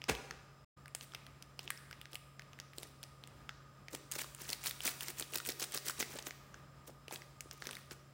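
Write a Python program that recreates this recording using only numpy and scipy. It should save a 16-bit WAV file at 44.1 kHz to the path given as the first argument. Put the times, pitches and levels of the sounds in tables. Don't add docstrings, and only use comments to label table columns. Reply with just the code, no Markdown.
import sys
import numpy as np
from scipy import signal
from scipy.fft import rfft, irfft, next_fast_len
from scipy.io import wavfile

SR = 44100
rng = np.random.default_rng(int(sys.argv[2]) if len(sys.argv) > 2 else 0)


def master_out(mix):
    frames = np.transpose(np.atleast_2d(mix))
    ceiling = np.clip(frames, -1, 1)
    pcm = np.round(ceiling * 32767).astype(np.int16)
    wavfile.write(sys.argv[1], SR, pcm)


N = 358533

# pitch_hz, width_hz, rms_db
WHIR_BANDS = [(55.2, 20, -72.5), (585, 130, -75.5), (1225, 80, -70), (5100, 300, -80), (7450, 350, -83)]
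# frequency_hz, relative_db
AIR_SPECTRUM = [(25, -45), (49, -9.5), (141, -11), (301, -18), (624, -24), (1260, -22), (2160, -29.5),
                (7510, -40.5), (12500, -39), (16000, -42)]
# start_s, peak_db, pitch_hz, treble_db (rms relative to the peak of the snap's body)
CREASE_SNAPS = [(0.0177, -32, 2550, -30), (0.0402, -29, 4870, -24), (0.1507, -28.5, 2880, -20),
                (0.309, -29, 1410, -28.5), (0.858, -39.5, 1660, -20), (0.8804, -40, 2300, -11),
                (0.9493, -20.5, 7540, -11.5), (1.0098, -35, 3130, -24), (1.1207, -44.5, 2960, -34),
                (1.1364, -39, 1330, -34), (1.148, -26.5, 2340, -17), (1.266, -37.5, 1980, -21.5),
                (1.4243, -33, 5370, -13), (1.592, -27.5, 3020, -20.5), (1.677, -30.5, 2640, -37),
                (1.7037, -20.5, 1770, -9.5), (1.775, -38.5, 4950, -16), (1.911, -36, 1480, -18),
                (1.928, -36, 2500, -24), (2.014, -35.5, 3050, -14), (2.0556, -37, 1680, -28),
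                (2.1319, -31, 9900, -24), (2.1548, -27.5, 2660, -13.5), (2.3949, -35.5, 1710, -25),
                (2.4203, -42, 2440, -21), (2.532, -40.5, 2700, -26), (2.5891, -36, 1810, -22),
                (2.6002, -29.5, 5300, -19.5), (2.7337, -41.5, 2250, -19.5), (2.7832, -24.5, 4060, -8.5),
                (2.831, -28, 9100, -20.5), (3.03, -31, 3020, -10), (3.0368, -33.5, 4700, -17),
                (3.2378, -35.5, 2930, -23), (3.274, -40, 2900, -7), (3.4922, -30, 1430, -29),
                (3.8834, -34, 1930, -30), (3.949, -26, 8200, -19), (4.115, -24, 8880, -1),
                (4.12, -22.5, 8000, 13), (4.1924, -30, 2760, -33), (4.208, -31, 8200, -18),
                (4.216, -34, 1670, -16), (4.244, -34, 1250, -27), (4.3482, -30.5, 9400, -3),
                (4.4924, -27.5, 4800, -30), (4.502, -20, 5700, -11), (4.5305, -17.5, 4200, -12),
                (4.659, -23, 4460, -5), (4.6693, -18, 4670, -11), (4.7096, -25.5, 3400, -12),
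                (4.8053, -27.5, 3160, -18), (4.8763, -17.5, 2350, -9.5), (5.0075, -26, 2800, -10),
                (5.0832, -23, 5100, -9), (5.1973, -20.5, 9600, 3), (5.2245, -26.5, 3050, -22),
                (5.3358, -27, 2780, -9), (5.3552, -25, 4720, -9), (5.3735, -26, 5650, 0),
                (5.3835, -25, 4240, -7), (5.4012, -31, 1400, -31), (5.451, -29.5, 3200, -10),
                (5.4622, -24, 3030, -6), (5.489, -23, 5100, -15), (5.52, -31, 4200, -16),
                (5.6172, -30, 5870, -23), (5.6259, -31.5, 1560, -19), (5.6392, -23, 9000, -16),
                (5.7212, -30, 7160, -2), (5.7749, -21, 4400, -17.5), (5.784, -29, 4780, -13),
                (5.8718, -28, 4900, -4), (5.897, -21, 1310, -9), (6, -37, 6500, 0),
                (6.0073, -21, 5500, -19.5), (6.0267, -23, 1960, -35), (6.1872, -28.5, 6400, -32),
                (6.1918, -33, 3000, -20), (6.225, -32.5, 5830, -15), (6.2685, -28.5, 5800, -23),
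                (6.308, -32, 1800, -43), (6.543, -36.5, 1500, -43), (7.0815, -34.5, 2530, -19),
                (7.1102, -36, 800, -25), (7.1248, -29.5, 2120, -7), (7.159, -31.5, 3370, -19),
                (7.2194, -38.5, 1750, -28), (7.4072, -26, 6200, -10), (7.5114, -30, 5430, -25),
                (7.622, -31, 1580, -33), (7.6546, -34, 1580, -29), (7.6699, -25.5, 5700, -14),
                (7.6907, -31, 1280, -31), (7.7097, -29.5, 8740, -17), (7.7305, -35, 2860, -19),
                (7.7526, -32, 3700, -14), (7.7681, -34, 2060, -16), (7.9099, -35, 1560, -32)]
# time_s, level_db
CRUNCH_ENVELOPE = [(.083, -42), (.087, -37), (.098, -23.5), (.102, -36), (.116, -39), (.135, -49.5)]
# frequency_hz, relative_db
CRUNCH_SPECTRUM = [(88, -28), (150, -4.5), (300, -11), (941, -15), (1980, -12), (3920, -22.5), (10400, -26),
                   (16000, -33)]
# crest_s, level_db, length_s
SHAKE_SWELLS = [(1.029, -54.5, 0.025), (1.666, -65, 0.14), (2.138, -57, 0.044), (2.822, -59, 0.12),
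                (3.945, -53, 0.055), (4.144, -48, 0.043), (4.204, -45.5, 0.051), (4.432, -52, 0.088),
                (4.503, -47, 0.067), (4.666, -42.5, 0.063), (4.865, -39.5, 0.062), (5.036, -47, 0.054),
                (5.094, -46.5, 0.04), (5.203, -47.5, 0.057), (5.35, -44.5, 0.053), (5.484, -43, 0.049),
                (5.622, -38, 0.038), (5.75, -43.5, 0.049), (5.883, -46, 0.059), (6.004, -44, 0.049),
                (6.151, -51, 0.085), (6.278, -50, 0.038), (6.886, -60.5, 0.053), (7.141, -52, 0.06),
                (7.535, -56.5, 0.02), (7.687, -56.5, 0.2), (7.917, -51, 0.024)]
# frequency_hz, relative_db
RUSTLE_SPECTRUM = [(350, -37), (600, 11), (2010, 13), (3830, 2), (4910, 5), (11700, -2.5), (15100, 5),
                   (16000, -12)]
# start_s, peak_db
POCKET_PUSHES = [(2.782, -43), (3.949, -42.5), (4.162, -39), (4.496, -47), (4.855, -49), (4.88, -38),
                 (5.212, -41), (5.327, -45), (5.362, -40), (5.491, -35), (5.62, -39.5), (5.756, -38),
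                 (6.004, -39), (6.025, -38), (6.27, -43), (7.081, -47.5), (7.125, -39.5), (7.458, -47.5),
                 (7.67, -41.5), (7.915, -44.5)]
# delay_s, gain_db
WALL_ECHOES = [(.0095, -22), (.016, -23)]
# frequency_hz, t60_s
REVERB_TIMES = [(150, 0.86), (1000, 1), (4000, 0.83), (16000, 0.85)]

SILENT_FROM_S, SILENT_UNTIL_S = .648, .762


def from_db(db):
    return 10 ** (np.asarray(db) / 20)


def rms_one(x):
    return x / np.sqrt(np.mean(x ** 2) + 1e-20)


def peak_one(x):
    return x / np.abs(x).max(axis=-1, keepdims=True)


def at_hz(points, hz):
    frequencies, values = np.transpose(points)
    return np.interp(np.log(hz), np.log(frequencies), values)


def drift(rate_hz):
    r = np.exp(-80 * np.pi * rate_hz / SR)
    slow = signal.lfilter([1], [1, -2 * r, r * r], rng.standard_normal(N // 40 + 2002))[2000:]
    return np.interp(np.arange(N) / 40, np.arange(len(slow)), rms_one(slow))


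def resonance(x, hz, width_hz, stages=1):
    r = np.exp(-np.pi * width_hz / SR)
    gain = (1 - r * r) / 2
    for _ in range(stages):
        x = signal.lfilter([gain, 0, -gain], [1, -2 * r * np.cos(2 * np.pi * hz / SR), r * r], x)
    return x


def coloured(spectrum):
    size = next_fast_len(N)
    hz = np.maximum(np.fft.rfftfreq(size, 1 / SR), 1)
    shaped = rfft(rng.standard_normal(size)) * from_db(at_hz(spectrum, hz))
    return rms_one(irfft(shaped, size)[:N])


def appliance(hum_hz=137.3, hum_peak_db=-60, air_db=-63.5):
    phase = 2 * np.pi * np.cumsum(hum_hz + .5 * drift(2.1)) / SR
    hum = np.sin(phase) * from_db(hum_peak_db + 0.46 * drift(14))
    whir = sum(from_db(db + drift(18)) * rms_one(resonance(rng.standard_normal(N), hz, width, stages=2))
               for hz, width, db in WHIR_BANDS)
    air = from_db(air_db + 1.6 * drift(3.6)) * coloured(AIR_SPECTRUM)
    return hum + whir + air


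def crease_snaps(rise_s=0.00028, ring_s=0.0022, relative_width=0.56, room_db=-0.5):
    out, t = np.zeros((2, N + 512)), np.arange(512) / SR
    mid_band = signal.butter(3, [1250, 6800], "band", fs=SR, output="sos")
    top_band = signal.butter(1, [6500, 12000], "band", fs=SR, output="sos")
    flip = t / rise_s * np.exp(1 - t / rise_s)
    ring = np.minimum(t / rise_s, 1) * np.exp(-t / ring_s)
    for start_s, peak_db, hz, treble_db in CREASE_SNAPS:
        ring_db = -7.5 + 0.56 * (peak_db + 40)
        bass_db = min(-21 - 1.05 * treble_db, 0)
        envelope = flip + from_db(ring_db) * ring
        burst = np.array([envelope * rng.standard_normal(512), t == 0])
        patch = peak_one(resonance(burst, hz, hz * relative_width, stages=2))
        mids = from_db(0.5) * peak_one(signal.sosfilt(mid_band, burst))
        treble = peak_one(signal.sosfilt(top_band, burst))
        treble = from_db(treble_db) * treble / np.std(treble[0, :220])
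        bass = from_db(bass_db) * peak_one(resonance(burst, 470, 1700))
        body = peak_one(patch + mids + bass)
        direct = from_db(peak_db) * peak_one(body + treble)[0]
        around = rms_one((patch / 2 + mids + 2 * treble + bass)[1]) * np.std(direct) * from_db(room_db)
        at = round(start_s * SR)
        out[:, at:at + 512] += [direct, around]
    return out[:, :N]


def drop_crunch():
    t = np.arange(N) / SR
    times_s, levels_db = np.transpose(CRUNCH_ENVELOPE)
    settling = (t > times_s[0]) & (t < times_s[-1])
    return settling * from_db(np.interp(t, times_s, levels_db)) * coloured(CRUNCH_SPECTRUM)


def counter_thud(start_s=0.097, level_db=-35, final_hz=56.5, t60_s=0.21, rise_s=0.0075):
    age = np.maximum(np.arange(N) / SR - start_s, 0)
    cycles = final_hz * (age + 0.0462 * (1 - np.exp(-age / 0.0051)))
    envelope = from_db(level_db - 60 * age / t60_s) * np.minimum(age / rise_s, 1)
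    return envelope * np.sin(2 * np.pi * cycles)


def shake_powers(held_db=-86, rise_share=0.49):
    t = np.arange(N) / SR
    film_power, powder_power = np.full(N, from_db(2 * held_db)), np.zeros(N)
    for crest_s, film_db, length_s in SHAKE_SWELLS:
        span = slice(round(crest_s * SR) - SR // 3, round(crest_s * SR) + SR // 3)
        offset_s = t[span] - crest_s
        flank_s = length_s * np.where(offset_s < 0, rise_share, 1 - rise_share)
        swell = np.exp(-np.log(4) * (offset_s / flank_s) ** 2)
        powder_db = -55 + 0.49 * (film_db + 50)
        film_power[span] += from_db(2 * film_db) * swell
        powder_power[span] += from_db(2 * powder_db) * swell ** 3
    return film_power, powder_power


def film_rustle(power, flips_per_s=4000, spread_db=3.4, clump_db=5, burst_s=0.0006, q=3):
    effort = power / power.max()
    sizes = from_db(spread_db * np.minimum(rng.exponential(1, N), 2.5))
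    busy = effort ** .15
    flipped = rng.random(N) < busy * flips_per_s * from_db(clump_db * drift(60)) / SR
    flips = flipped * sizes / np.sqrt(busy)
    band_of_flip, noise = rng.integers(0, 24, N), rng.standard_normal(N)
    film = 0
    for band, hz in enumerate(np.geomspace(600, 15500, num=24)):
        kicks = flips * (band_of_flip == band) + 1e-18
        envelope = signal.lfilter([1], [1, -np.exp(-1 / (burst_s * SR))], kicks)
        film += from_db(at_hz(RUSTLE_SPECTRUM, hz)) * hz * resonance(noise * envelope, hz, hz / q)
    dull = signal.lfilter(*signal.butter(1, 2500, fs=SR), film)
    film = dull + effort ** 0.13 * (film - dull)
    begun = np.arange(N) / SR > SILENT_FROM_S
    return np.sqrt(power) * rms_one(film) * begun


def powder_thumps(power, bag_hz=223, width_hz=485):
    lumps = from_db(5.5 * drift(45)) * rng.standard_normal(N)
    return np.sqrt(power) * rms_one(resonance(lumps, bag_hz, width_hz, stages=2))


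def pocket_pops(pocket_hz=350, width_hz=293, grip_octaves=.25):
    out, push = np.zeros(N), np.arange(1024) == 0
    for start_s, peak_db in POCKET_PUSHES:
        hz = pocket_hz * 2 ** rng.uniform(-grip_octaves, grip_octaves)
        pop = peak_one(resonance(push, hz, width_hz, stages=2))
        out[round(start_s * SR):][:1024] += from_db(peak_db) * pop
    return out


def kitchen(x, tail_db=-11.5):
    t, edges_hz = np.arange(SR) / SR, 100 * 2 ** np.arange(0, 7.6, .5)
    tail = 0
    for low, high in zip(edges_hz, edges_hz[1:]):
        band_pass = signal.butter(2, [low, high], "band", fs=SR, output="sos")
        band = signal.sosfilt(band_pass, rng.standard_normal(SR))
        dull_db = -1.5 * np.log2(1 + low / 3000)
        tail += band * from_db(dull_db - 60 * t / at_hz(REVERB_TIMES, np.sqrt(low * high)))
    tail *= np.clip((t - .008) / 0.00093, 0, 1)
    response = from_db(tail_db) * tail / np.sqrt(np.sum(tail ** 2))
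    for delay_s, gain_db in WALL_ECHOES:
        smear = rng.standard_normal(100) / 10
        response[round(delay_s * SR):][:100] += from_db(gain_db) * smear
    return signal.fftconvolve(x, response)[:N]


def scene():
    snaps, snaps_around = crease_snaps()
    film_power, powder_power = shake_powers()
    handling = film_rustle(film_power) + powder_thumps(powder_power) + drop_crunch() + pocket_pops()
    return (snaps + handling + counter_thud() + kitchen(snaps_around + handling) + appliance())[None]


def record(dry, bass_cut_hz=48, top_cut_hz=16700):
    t = np.arange(N) / SR
    closing, opening = (SILENT_FROM_S - t) / .002, (t - SILENT_UNTIL_S) / .012
    gate = np.clip(np.maximum(closing, opening), 0, 1) ** 2
    thin = signal.sosfilt(signal.butter(4, bass_cut_hz, "high", fs=SR, output="sos"), dry)
    thin = thin - 0.71 * resonance(thin, 12030, 4400)
    return signal.sosfilt(signal.cheby2(18, 70, top_cut_hz, fs=SR, output="sos"), thin * gate)


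dry = scene()
out = record(dry)
master_out(out)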